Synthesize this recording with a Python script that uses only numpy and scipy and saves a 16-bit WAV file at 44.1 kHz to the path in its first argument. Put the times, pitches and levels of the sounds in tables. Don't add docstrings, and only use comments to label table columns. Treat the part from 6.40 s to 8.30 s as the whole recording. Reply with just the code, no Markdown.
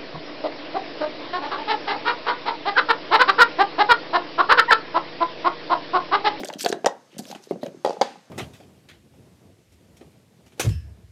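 import sys
import numpy as np
from scipy import signal
from scipy.fft import rfft, irfft
from scipy.io import wavfile
from scipy.ndimage import uniform_filter1d

SR = 44100
rng = np.random.default_rng(int(sys.argv[2]) if len(sys.argv) > 2 else 0)


def invert_db(level):
    return 10 ** (np.asarray(level, dtype=float) / 20)


def inscribe(sig):
    pcm = np.round(np.clip(np.atleast_2d(sig).T, -1, 1) * 32767)
    wavfile.write(sys.argv[1], SR, pcm.astype(np.int16))


N = 83790


def evened(x):
    return x / np.sqrt(np.mean(x ** 2) + 1e-20)


def read(points, hz):
    f, value = np.transpose(points)
    return np.interp(np.log(hz + 1), np.log(f + 1), value)


def add(mix, s, sound):
    at = round(s * SR)
    sound = sound[max(-at, 0):]
    part = mix[max(at, 0):][:len(sound)]
    part += sound[:len(part)]


def ring(hz, t60, t, rise_s):
    swell = (1 - np.exp(-t / rise_s)) ** 2
    return swell * invert_db(-60 * t / t60) * np.sin(2 * np.pi * hz * t)


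def band(x, hz, width_hz):
    return signal.lfilter(*signal.iirpeak(hz, hz / width_hz, SR), x)


def filtered(x, order, hz, kind):
    return signal.sosfilt(signal.butter(order, hz, kind, fs=SR, output="sos"), x)


# f/Hz, level/dB per Hz
HUSH_COLOUR = [(59, -57), (100, 0), (293, -12), (552, -5), (2000, -11.5), (2520, -14.5), (5170, -13.5),
               (15500, -26.5)]


def air():
    hush_db, whine_db = -58, -72
    whine_hz, whine_width_hz = 6340, 230
    hz = np.fft.rfftfreq(N, 1 / SR)
    hush = irfft(rfft(rng.standard_normal(N)) * invert_db(read(HUSH_COLOUR, hz)), N)
    whine = band(rng.standard_normal(N), whine_hz, whine_width_hz)
    whine = band(whine, whine_hz, whine_width_hz)
    return invert_db(hush_db) * evened(hush) + invert_db(whine_db) * evened(whine)


# start t/s, length/s, level/dB, centre f/Hz, wide hiss level/dB
SLIDES = [(-.02, 0.054, -42.5, 4060, -0.5), (0.067, 0.019, -42.5, 5370, 1), (0.183, 0.04, -35.5, 4730, 1.5),
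          (0.206, 0.035, -31, 6850, 1), (0.276, 0.035, -33, 5500, 1), (0.315, 0.02, -34.5, 3770, -12),
          (0.701, 0.17, -53.5, 2400, -10), (0.781, 0.032, -41, 6500, 1), (0.809, 0.076, -50.5, 5800, 1),
          (0.862, 0.09, -45, 4500, 3), (1.012, 0.075, -54, 5070, 1), (1.21, 0.095, -50.5, 3270, 0),
          (1.082, 0.07, -50.5, 3440, -26)]


def slides():
    fall, width = 0.4, 0.3
    lean, grit_db = 0.78, 3.5
    out = np.zeros(N)
    for s, length, db, hz, wide_db in SLIDES:
        noise, grit = rng.standard_normal((2, 5000))
        n = min(round(length * SR), 5000)
        u = np.arange(n) / n
        scrape = noise * invert_db(grit_db * evened(uniform_filter1d(grit, 60)))
        upper = evened(band(scrape, hz * (1 + fall / 2), width * hz))[:n]
        lower = evened(band(scrape, hz * (1 - fall / 2), width * hz))[:n]
        hiss = evened(np.diff(scrape, prepend=0))[:n]
        sound = (1 - u) * upper + u * lower + invert_db(wide_db) * hiss
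        sound = filtered(sound, 2, [0.25 * hz, 13500], "band")
        add(out, s, invert_db(db) * np.sin(np.pi * u ** lean) ** 0.87 * sound)
    return out


# t/s, peak level/dB, low tone f/Hz, high tone f/Hz, high tone level/dB against low
UNSTACK_KNOCKS = [(-0.002, -20, 362, 610, -2.5), (0.033, -16, 378, 778, -10), (0.047, -19.5, 590, 610, -30),
                  (0.089, -21, 590, 630, -13.5), (0.101, -24.5, 320, 865, 1.5),
                  (0.129, -23.5, 583, 610, -20), (0.155, -21, 255, 640, -31), (0.166, -26, 300, 606, -7),
                  (0.24, -16, 410, 680, -10), (0.249, -13, 550, 717, -10), (0.299, -9, 373, 720, -21),
                  (0.325, -5.5, 436, 692, -9), (0.342, -19, 378, 690, -3), (0.368, -19, 357, 716, -38),
                  (0.444, -7.5, 467, 676, -2.5)]
SLAM_KNOCKS = [
    (0.2601, -4.5, 481, 703, 0),
    (.4598, -18, 450, 702, 12),
    (0.4642, 3, 551, 831, -5.5),
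    (.4707, -8.5, 638, 835, -0.5),
    (0.484, -20.5, 635, 1020, -0.5),
]
RIM_KNOCKS = [(.012, -32, 447, 790, -9), (.1, -34, 950, 1064, -2.5), (.2605, -17.5, 1710, 1486, -0.5),
              (.327, -23, 1010, 1390, -13), (.358, -29, 560, 1000, -13), (.462, -24, 1570, 1850, 5),
              (.86, -36, 505, 1010, -12), (1.11, -29, 1000, 2120, -9.5), (1.23, -34.5, 680, 1900, -4),
              (1.264, -41, 1650, 2440, -2), (1.448, -21, 1220, 3320, -5.5), (1.449, -16, 400, 1900, -9),
              (1.613, -21.5, 1170, 2146, 0)]
MAT_KNOCKS = [(0.745, -34, 188, 527, -7), (0.765, -24, 200, 546, -8.5), (0.79, -14.5, 240, 670, -15.5),
              (0.804, -27.5, 277, 510, -5), (0.815, -28, 210, 493, -16), (0.855, -35, 287, 560, -13),
              (0.9, -41, 514, 532, 12), (0.912, -42, 488, 757, 13.5), (0.926, -26.5, 253, 798, 3),
              (0.948, -31.5, 221, 687, 1.5), (0.958, -27, 262, 808, -5.5), (1.071, -30, 406, 467, -15),
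              (1.109, -5, 398, 538, -11.5), (1.12, -20.5, 374, 693, -2), (1.158, -20.5, 223, 500, -4),
              (1.23, -14, 297, 609, -2), (1.238, -17.5, 293, 510, -6.5), (1.266, -28.5, 480, 633, 1.5),
              (1.286, -25, 460, 474, -10), (1.315, -36, 202, 616, -30), (1.345, -23, 364, 510, -36),
              (1.37, -30, 200, 492, -27)]
STACK_KNOCKS = [(1.447, -1.5, 553, 810, -7), (1.46, -4.5, 504, 822, -5), (1.474, -9.5, 572, 672, -5),
                (1.485, -25, 596, 830, 6), (1.494, -7.5, 506, 666, -8), (1.505, -8.5, 522, 829, -6.5),
                (1.528, -20, 635, 815, -9), (1.567, -19.5, 500, 830, -6.5), (1.612, -0.5, 558, 740, -2),
                (1.616, -6.5, 580, 823, 2.5), (1.625, -7.5, 523, 825, 0.5), (1.756, -39, 500, 804, 8)]


def knocks():
    low_t60, high_t60 = 0.022, 0.033
    low_rise_s, high_rise_s = 0.0007, 0.00028
    lag_s = 0.00067
    out, t = np.zeros(N), np.arange(4000) / SR
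    hits = [*UNSTACK_KNOCKS, *SLAM_KNOCKS, *RIM_KNOCKS, *MAT_KNOCKS, *STACK_KNOCKS]
    for s, db, low_hz, high_hz, high_db in hits:
        low = ring(low_hz, low_t60, t, low_rise_s)
        high = ring(high_hz, high_t60, t, high_rise_s)
        add(out, s + lag_s, invert_db(db) * (low + invert_db(high_db) * high))
    return out


# t/s, level/dB
HANDLING = [(0, -32), (.06, -39.5), (.19, -49.5), (.23, -48), (.3, -48), (.4, -44), (0.548, -73.5),
            (.74, -57), (0.798, -39.5), (.98, -55), (1.06, -69.5), (1.139, -34.5), (1.21, -70),
            (1.26, -32.5), (1.39, -61), (1.5, -40.5), (1.6, -43), (1.9, -64)]


def handling():
    rattles_per_s, t60, rise_s = 270, 0.057, 0.0007
    out, t = np.zeros(N), np.arange(3000) / SR
    size = invert_db(6.44 * np.minimum(rng.exponential(1, N), 4))
    size = size * (rng.random(N) < rattles_per_s / SR)
    pitch = rng.integers(0, 10, N)
    for k, hz in enumerate(np.geomspace(181, 745, 10)):
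        out += signal.oaconvolve(size * (pitch == k), ring(hz, t60, t, rise_s))[:N]
    s, db = np.transpose(HANDLING)
    return invert_db(np.interp(np.arange(N) / SR, s, db)) * evened(out)


# f/Hz, t60/s
ROOM = [(150, 0.64), (500, 0.21), (1200, 0.34), (3000, 0.2), (7000, 0.14), (13000, 0.13)]


def room(x):
    start_s = 0.0043
    taps = np.zeros(SR)
    at = np.arange(0, SR - 20, 20)
    taps[at + rng.integers(0, 20, at.shape)] = rng.choice([-1., 1.], at.shape)
    hz, t, z = signal.stft(taps, SR, nperseg=256)
    decay = invert_db(-60 * t / read(ROOM, hz)[:, None])
    tail = signal.istft(z * decay, SR, nperseg=256)[1]
    tail = np.append(np.zeros(round(start_s * SR)), tail)
    return signal.fftconvolve(x, tail / np.linalg.norm(tail))[:N]


# t/s, peak level/dB, centre f/Hz, sizzle level/dB
UNSTACK_TICKS = [(0.0345, -29, 2250, -25), (0.0467, -27.5, 7800, 2), (0.0549, -27.5, 3270, -6),
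                 (.073, -38, 6100, -8.5), (0.086, -27.5, 5070, -6), (0.1, -29.5, 1740, -20),
                 (0.1282, -36, 4300, -6), (0.1363, -29.5, 3170, -7.5), (0.1462, -41, 5000, -20),
                 (.195, -31, 4300, 2), (.2074, -19.5, 4600, -4), (.212, -30, 5450, -10),
                 (0.2285, -33, 4260, 11), (.233, -30, 7400, 3), (.2405, -35, 2530, -25),
                 (.2875, -22, 5640, -20), (.2915, -23.5, 6800, -10), (0.3261, -23, 1610, -24),
                 (.3265, -22, 4000, -26)]
SLAM_TICKS = [
    (0.2475, -17, 4560, -1.5),
    (0.2611, -16, 3300, -30),
    (0.2609, -12.5, 1650, -13),
    (0.4463, -24.5, 1880, -27),
    (0.46, -9, 5830, -9.5),
    (0.46, -12, 1750, -51),
    (0.4698, -14, 3700, -18),
    (1.448, -25, 4600, 6.5),
]
FAR_TICKS = [(0.782, -28.5, 8230, -9), (0.7865, -28, 5100, 5.5), (0.7914, -32, 7540, 6),
             (.797, -37, 4500, 0), (0.841, -48, 4450, -1), (0.853, -36.5, 3370, -4), (.8786, -46, 4590, 2),
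             (.8875, -42, 5420, -10), (.905, -33.5, 4430, -12), (0.9135, -29.5, 4000, -17),
             (0.9495, -29.5, 3040, -12), (1.0392, -40.5, 5230, -17), (1.095, -61, 3830, 7),
             (1.1095, -45.5, 3870, 5), (1.2335, -30.5, 4100, -3), (1.2635, -35.5, 3020, -10),
             (1.4613, -28, 4700, -1), (1.4749, -29.5, 4600, -1), (1.4937, -30.5, 5140, -1),
             (1.5057, -32.5, 4570, -13), (1.5301, -35, 5070, 2), (1.6127, -12.5, 5020, -20),
             (1.6168, -13.5, 4250, -2)]
# f/Hz, level/dB
WALL = [(1700, 12.5), (2700, 5), (3400, 4.5), (4600, 6), (6200, 10), (8000, -12)]


def ticks():
    tone_t60, wall_t60, sizzle_t60 = 0.01, 0.02, 0.02
    wall_db, wall_width = -6.5, 0.16
    sizzle_hz, sizzle_rise_s = 5000, 0.0004
    out, t = np.zeros(N), np.arange(3000) / SR
    for s, db, hz, sizzle_db in [*UNSTACK_TICKS, *SLAM_TICKS, *FAR_TICKS]:
        noise, grit = rng.standard_normal((2, len(t)))
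        buzz = noise * invert_db(3 * evened(uniform_filter1d(grit, 50)))
        tone = invert_db(-60 * t / tone_t60) * np.sin(2 * np.pi * hz * t)
        walls = np.zeros(len(t))
        for f, d in WALL:
            level = invert_db(d - 1.67 * abs(np.log2(f / hz)))
            walls += level * evened(band(buzz, f, wall_width * f))
        wall = 1.37 * evened(walls) + evened(band(buzz, hz, 0.22 * hz))
        body = 0.7 * tone + invert_db(wall_db - 60 * t / wall_t60) * wall
        body = filtered(body, 2, [0.4 * hz, min(2.2 * hz, 18000)], "band")
        sizzle = evened(filtered(buzz, 2, sizzle_hz, "high"))
        sizzle *= (1 - np.exp(-t / sizzle_rise_s)) * invert_db(sizzle_db - 60 * t / sizzle_t60)
        add(out, s, invert_db(db) * (body + sizzle))
    return out


# t/s, t60/s, level/dB, centre f/Hz
SETTLING = [
    (0.326, 0.16, -52, 4000),
    (0.461, 0.16, -46.5, 3430),
    (0.952, 0.17, -44.5, 1670),
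    (1.449, 0.47, -39, 2800),
    (1.613, 0.45, -34, 2000),
]


def settling():
    out, t = np.zeros(N), np.arange(13000) / SR
    for s, t60, db, hz in SETTLING:
        shiver = evened(band(rng.standard_normal(len(t)), hz, 1.9 * hz))
        add(out, s, invert_db(db - 60 * t / t60) * shiver)
    return out


def scene():
    far_s, far_treble_hz, far_room_db = 1.35, 7000, 4
    pop_room_db, tick_room_db = -14, -14.5
    low = knocks() + handling()
    high = ticks() + slides() + settling()
    far = np.arange(N) > far_s * SR
    high = np.where(far, filtered(high, 2, far_treble_hz, "low"), high)
    echo = room(invert_db(pop_room_db) * low + invert_db(tick_room_db + far_room_db * far) * high)
    return (low + high + echo + air())[None]


def low_pass(x):
    return signal.sosfilt(signal.butter(12, 16310, fs=SR, output="sos"), x)


def record(dry):
    duck_db, recover_s = 3, 0.31
    skew = 0.04
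    keep = np.exp(-1 / (recover_s * SR))
    load = signal.lfilter([1 - keep], [1, -keep], dry ** 2)
    x = dry * invert_db(-duck_db * np.sqrt(load / load.max()))
    x = filtered(x, 6, 121.2, "high")
    x = filtered(x, 1, 9230, "low")
    x = x + skew * x ** 2
    x = signal.sosfilt(signal.cheby2(8, 40, 15950, fs=SR, output="sos"), x)
    return low_pass(x)


dry = scene()
out = record(dry)
inscribe(out)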